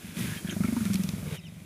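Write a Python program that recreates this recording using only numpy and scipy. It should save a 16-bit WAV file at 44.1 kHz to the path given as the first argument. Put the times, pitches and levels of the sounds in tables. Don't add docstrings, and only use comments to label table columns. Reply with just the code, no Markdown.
import sys
import numpy as np
from scipy import signal
from scipy.fft import rfft, irfft
from scipy.io import wavfile

SR = 44100
rng = np.random.default_rng(int(sys.argv[2]) if len(sys.argv) > 2 else 0)


def generate_wav(sig):
    pcm = np.round(np.clip(np.atleast_2d(sig).T, -1, 1) * 32767).astype(np.int16)
    wavfile.write(sys.argv[1], SR, pcm)


N = 72765
T = np.arange(N) / SR

# t/s, f/Hz
PULSE_RATE = [(0, 22.55), (.19, 25.87), (.28, 27.18), (.38, 22.4), (.5, 25.64), (.77, 24.46), (.84, 21.38),
              (1.05, 21.19), (1.29, 21.94), (1.36, 14.1), (1.5, 26.24), (1.65, 14.76)]
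# t/s, level/dB
EFFORT = [(0, -41), (.05, -30), (.125, -39.5), (.165, -24), (.28, -23.5), (.36, -27), (.405, -60),
          (.445, -23), (.525, -25), (.565, -19.5), (.605, -13.5), (.68, -16), (.77, -17), (.85, -21.5),
          (.93, -17.5), (1.09, -19.5), (1.225, -24.5), (1.32, -23.5), (1.385, -35), (1.62, -36)]
# t/s, f/Hz, decay/ms
THROAT = [(.05, 196, 15.8), (.24, 192, 11.8), (.31, 153, 12.7), (.45, 202, 12.4), (.6, 191.7, 10.1),
          (.72, 230, 11.7), (.77, 238, 18.8), (.83, 194.7, 24), (.9, 198.5, 30), (1.04, 184.7, 16),
          (1.1, 177.4, 13.3), (1.19, 185, 6.6), (1.31, 148, 19.3), (1.4, 169.3, 31), (1.62, 170, 15.7)]
# f/Hz, level/dB re the throat, decay/ms
MOUTH_MODES = [(607, -17, 7.7), (680, -23, 7.7), (906, -22.5, 4.9)]
# t/s, gain/dB
MOUTH_OPEN = [(0, -10), (.45, -4.5), (.565, 1.5), (.62, -9), (.73, -4), (.8, -27), (1.1, -10), (1.3, -2),
              (1.6, -3.5)]
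# f/Hz, level/dB
RASP_EQ = [(60, -18), (110, 15.5), (180, 21.5), (255, 14), (310, -27), (400, -27), (750, -22), (12000, -34)]
# f/Hz, width/Hz, level/dB re the growl
RASP_MODES = [(1315, 370, -36.5), (2250, 580, -38)]
# t/s, level/dB
RUMBLE_LEVEL = [(0, -68), (.06, -46), (.13, -46), (.19, -35), (.31, -38), (.38, -71), (.43, -47),
                (.6, -40.5), (1.1, -39.5), (1.19, -42.5), (1.34, -42), (1.39, -69)]
# f/Hz, level/dB
RUMBLE_EQ = [(50, -17.5), (75, -5), (105, 1.5), (135, -6.5), (165, 1.5), (255, -7.5), (310, -29),
             (600, -71)]
# t/s, level/dB
HISS_LEVEL = [(0, -55.5), (.07, -51.5), (.135, -55), (.19, -42.5), (.3, -45), (.375, -47), (.42, -59),
              (.46, -56), (.51, -45), (.56, -56.5), (.625, -78), (.65, -52.5), (.73, -56.5), (.87, -49.5),
              (1.0, -53), (1.24, -56.5), (1.355, -45), (1.39, -61)]
# f/Hz, width/Hz, level/dB
HISS_MODES = [(2020, 360, -3), (2374, 440, 1), (3225, 1100, 1)]
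# t/s, level/dB, f/Hz
SNARL = [(.14, -59.5, 1590), (.28, -47.5, 1572), (.33, -44.5, 1670), (.38, -50, 1700), (.42, -73, 1650),
         (.455, -50.5, 1672), (.525, -44, 1586), (.56, -65, 1657), (.85, -57, 1708), (1.0, -81, 1655),
         (1.35, -56, 1600), (1.39, -78, 1570)]
# t/s, level/dB
RUSTLE_LEVEL = [(0, -50.5), (.07, -48.5), (.135, -50), (.195, -38.5), (.34, -42.5), (.42, -46.5),
                (.51, -45.5), (.58, -45), (.8, -43), (.98, -44), (1.23, -48.5), (1.36, -46), (1.385, -61),
                (1.65, -57.5)]
# f/Hz, level/dB
RUSTLE_EQ = [(300, 9.5), (800, -2.5), (1500, -0.5), (2600, -7), (4500, -4), (6500, -2.5), (8000, -4),
             (11000, -0.5), (13500, -8.5), (15500, -5.5)]
# f/Hz, level/dB
HUSH_EQ = [(30, 20.5), (170, 23), (350, 10.5), (700, 5), (2400, -15.5), (8000, -8), (11000, -14),
           (15500, -24)]
# t/s, f/Hz, level/dB, decay/ms
TWIGS = [(0.375, 3185, -46.5, 25), (.474, 3290, -40, 4.4), (0.495, 3142, -33, 9), (0.636, 1340, -36, 13.4),
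         (0.636, 2380, -39.5, 6.7), (.652, 2220, -38, 7), (0.676, 2184, -38.5, 9.8), (0.766, 930, -35.5, 6),
         (0.766, 1217, -43, 12), (.806, 1450, -37, 3.2), (.856, 1380, -41, 12.4), (.862, 2320, -42, 7.6),
         (.903, 1343, -42, 5.4)]
# t/s, level/dB, decay/ms, f/Hz
SNAPS = [(0.853, -28, 1.9, 2980), (0.9331, -31.5, 3.7, 5600), (0.941, -26.5, 2.25, 6800),
         (.955, -28, 2.1, 3800), (1.035, -31.5, 4, 6100), (1.0896, -26.5, 1.85, 4270)]
# f/Hz, level/dB
CRACK_EQ = [(500, -5), (3000, 5.5), (6000, 1.5), (12000, 4), (15500, -20)]
# t/s, f/Hz, level/dB
WHINE = [(0.403, 316.6, -39.5), (0.43, 346, -56), (0.501, 351.8, -46.5), (0.532, 319, -34.5),
         (0.561, 315, -55)]
# f/Hz, level/dB
HUFF_EQ = [(300, -21), (440, 4), (560, -3), (750, -13), (1200, -11), (2400, -32), (4000, -40)]
# start t/s, end t/s, f/Hz, level/dB
WHISTLES = [(1.26, 1.40, 3810, -62), (1.397, 1.512, 2013, -65), (1.482, 1.505, 3720, -62.5)]
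# t/s, level/dB
CHIRPS = [(1.322, -55.5), (1.405, -57.5)]
# t/s into the chirp, f/Hz, level/dB re the chirp
HIGH_VOICE = [(0, 3780, -9), (0.04, 3780, 0.5), (.056, 3340, -3)]
# t/s into the chirp, f/Hz, level/dB re the chirp
LOW_VOICE = [(.024, 3130, -7), (0.039, 3200, 0.5), (0.056, 3000, 7.5), (0.085, 2365, 0)]


def from_db(db):
    return 10 ** (np.asarray(db) / 20)


def rms_one(x):
    return x / np.sqrt(np.mean(x ** 2) + 1e-20)


def curve(rows, at=T):
    times, *columns = np.transpose(rows)
    return [np.interp(at, times, column) for column in columns]


def noise():
    return rng.standard_normal(N)


def coloured(x, eq):
    hz, db = np.transpose(eq)
    f = np.maximum(np.arange(N + 1) * SR / (2 * N), 1)
    gain = from_db(np.interp(np.log(f), np.log(hz), db)) * np.minimum(f / hz[0], 1) ** 2
    return rms_one(irfft(rfft(x, 2 * N) * gain)[:N])


def band_noise(hz, width_hz):
    edges = [max(hz - width_hz / 2, 20), hz + width_hz / 2]
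    return rms_one(signal.sosfilt(signal.butter(2, edges, "band", fs=SR, output="sos"), noise()))


def gliding_noise(hz, width_hz):
    lowpass = signal.butter(2, width_hz / 2, fs=SR, output="sos")
    slow = signal.sosfilt(lowpass, noise() + 1j * noise())
    return rms_one((slow * np.exp(2j * np.pi * np.cumsum(hz) / SR)).real)


def burst(start, attack_s, decay_s):
    age = np.maximum(T - start, 0)
    return (1 - np.exp(-age / attack_s)) * np.exp(-np.minimum(age / decay_s, 50))


def ring(start, hz, decay_ms, attack_s=0.0019, shape=1.58):
    age = np.maximum(T - start, 0)
    fall = np.minimum((age / (decay_ms / 1000)) ** shape, 50)
    return (1 - np.exp(-age / attack_s)) * np.exp(-fall) * np.sin(2 * np.pi * hz * age)


def glide(start, points, fade_s=0.0044):
    age = T - start
    hz, db = curve(points, age)
    gate = np.clip(np.minimum(age - points[0][0], points[-1][0] - age) / fade_s, 0, 1)
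    return gate * from_db(db), 2 * np.pi * np.cumsum(hz) / SR


def growl(chest_db=-15, chest_lag_s=0.0038, second_mode_db=-32.5, rasp_db=-18):
    cycles = np.cumsum(curve(PULSE_RATE)[0]) / SR
    closings = T[1:][np.diff(np.floor(cycles)) > 0]
    voice, puffs = np.zeros(N), np.zeros(N)
    for t in closings:
        db = curve(EFFORT, t)[0]
        open_db = curve(MOUTH_OPEN, t)[0]
        throat_hz, throat_ms = curve(THROAT, t)
        voice -= from_db(db) * ring(t, throat_hz, throat_ms)
        voice += from_db(db + second_mode_db) * ring(t, hz=378, decay_ms=28)
        chest_gain = from_db(chest_db + 0.76 * db)
        voice += chest_gain * ring(t + chest_lag_s, hz=113.2, decay_ms=13)
        for mode_hz, mode_db, mode_ms in MOUTH_MODES:
            jitter_db, detune = rng.normal(0, [2, 0.011])
            mouth_gain = from_db(db + open_db + mode_db + jitter_db)
            voice += mouth_gain * ring(t, mode_hz * (1 + detune), mode_ms)
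        puffs += from_db(db) * burst(t, attack_s=0.0025, decay_s=0.028)
    air = from_db(rasp_db) * coloured(noise(), RASP_EQ)
    air += sum(from_db(db) * band_noise(hz, width) for hz, width, db in RASP_MODES)
    return voice + puffs * air


def rumble():
    return from_db(curve(RUMBLE_LEVEL)[0]) * coloured(noise(), RUMBLE_EQ)


def hiss(flutter_db=2):
    air = rms_one(sum(from_db(db) * band_noise(hz, width) for hz, width, db in HISS_MODES))
    snarl_db, snarl_hz = curve(SNARL)
    snarl = from_db(snarl_db) * gliding_noise(snarl_hz, width_hz=254)
    flutter = rms_one(from_db(flutter_db * band_noise(80, 118)))
    return (from_db(curve(HISS_LEVEL)[0]) * air + snarl) * flutter


def grass(crackles_per_s=1800, spread_db=1.5, crackle_db=-4):
    sizes = from_db(-spread_db * np.minimum(rng.exponential(1, N), 5))
    signs = rng.choice([-1, 1], N)
    crackles = rms_one(sizes * signs * (rng.random(N) < crackles_per_s / SR))
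    texture = coloured(noise() + from_db(crackle_db) * crackles, RUSTLE_EQ)
    return from_db(curve(RUSTLE_LEVEL)[0]) * texture


def hush(level_db=-53.5):
    return from_db(level_db) * coloured(noise(), HUSH_EQ)


def twigs(roughness_rad=0.5, crack_db=-14):
    crack = from_db(crack_db) * coloured(noise(), CRACK_EQ)
    out = np.zeros(N)
    for t, hz, db, decay_ms in TWIGS:
        tone = rms_one(np.sin(2 * np.pi * hz * T + roughness_rad * band_noise(175, 330)))
        out += from_db(db) * burst(t, 0.00031, decay_ms / 1000) * (tone + crack)
    return out


def whine(wobble_rad=0.47):
    envelope, phase = glide(0, WHINE)
    return envelope * np.sin(phase + wobble_rad * band_noise(40, 57))


def twig_overtone(start_s=0.506, level_db=-36.5):
    envelope = from_db(level_db) * burst(start_s, attack_s=0.006, decay_s=0.013)
    return envelope * band_noise(hz=6400, width_hz=740)


def stalks(resonance_db=-3):
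    crack = coloured(noise(), CRACK_EQ)
    out = np.zeros(N)
    for t, db, decay_ms, hz in SNAPS:
        resonance = from_db(resonance_db) * band_noise(hz, width_hz=2200)
        out += from_db(db) * burst(t, 0.00082, decay_ms / 1000) * (crack + resonance)
    return out


def huff(peak_s=1.35, swell_s=0.14, release_s=0.01, level_db=-45.5):
    envelope = np.exp(-np.maximum((peak_s - T) / swell_s, (T - peak_s) / release_s))
    return from_db(level_db) * envelope * coloured(noise(), HUFF_EQ)


def far_whistles():
    notes = [glide(0, [(start, hz, db), (end, hz, db)]) for start, end, hz, db in WHISTLES]
    return sum(envelope * np.sin(phase) for envelope, phase in notes)


def chirps(overtone_db=-2):
    out = np.zeros(N)
    for t, db in CHIRPS:
        high, high_phase = glide(t, HIGH_VOICE)
        low, low_phase = glide(t, LOW_VOICE)
        overtone_gain = from_db(overtone_db) * np.clip((T - t - 0.045) / 0.036, 0, 1)
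        low_tone = np.sin(low_phase) + overtone_gain * np.sin(2 * low_phase)
        out += from_db(db) * (high * np.sin(high_phase) + low * low_tone)
    return out


def scene(bird_waver_db=4.5):
    leopard = growl() + rumble() + whine() + hiss() + huff()
    undergrowth = grass() + twigs() + twig_overtone() + stalks()
    waver = from_db(bird_waver_db * np.tanh(band_noise(107, 180)))
    birds = (far_whistles() + chirps()) * waver
    return (leopard + undergrowth + birds + hush())[None]


def record(dry, low_cut_hz=42, stopband_hz=15950):
    low_cut = signal.butter(2, low_cut_hz, "high", fs=SR, output="sos")
    high_cut = signal.cheby2(16, 60, stopband_hz, fs=SR, output="sos")
    return signal.sosfiltfilt(high_cut, signal.sosfiltfilt(low_cut, dry))


dry = scene()
out = record(dry)
generate_wav(out)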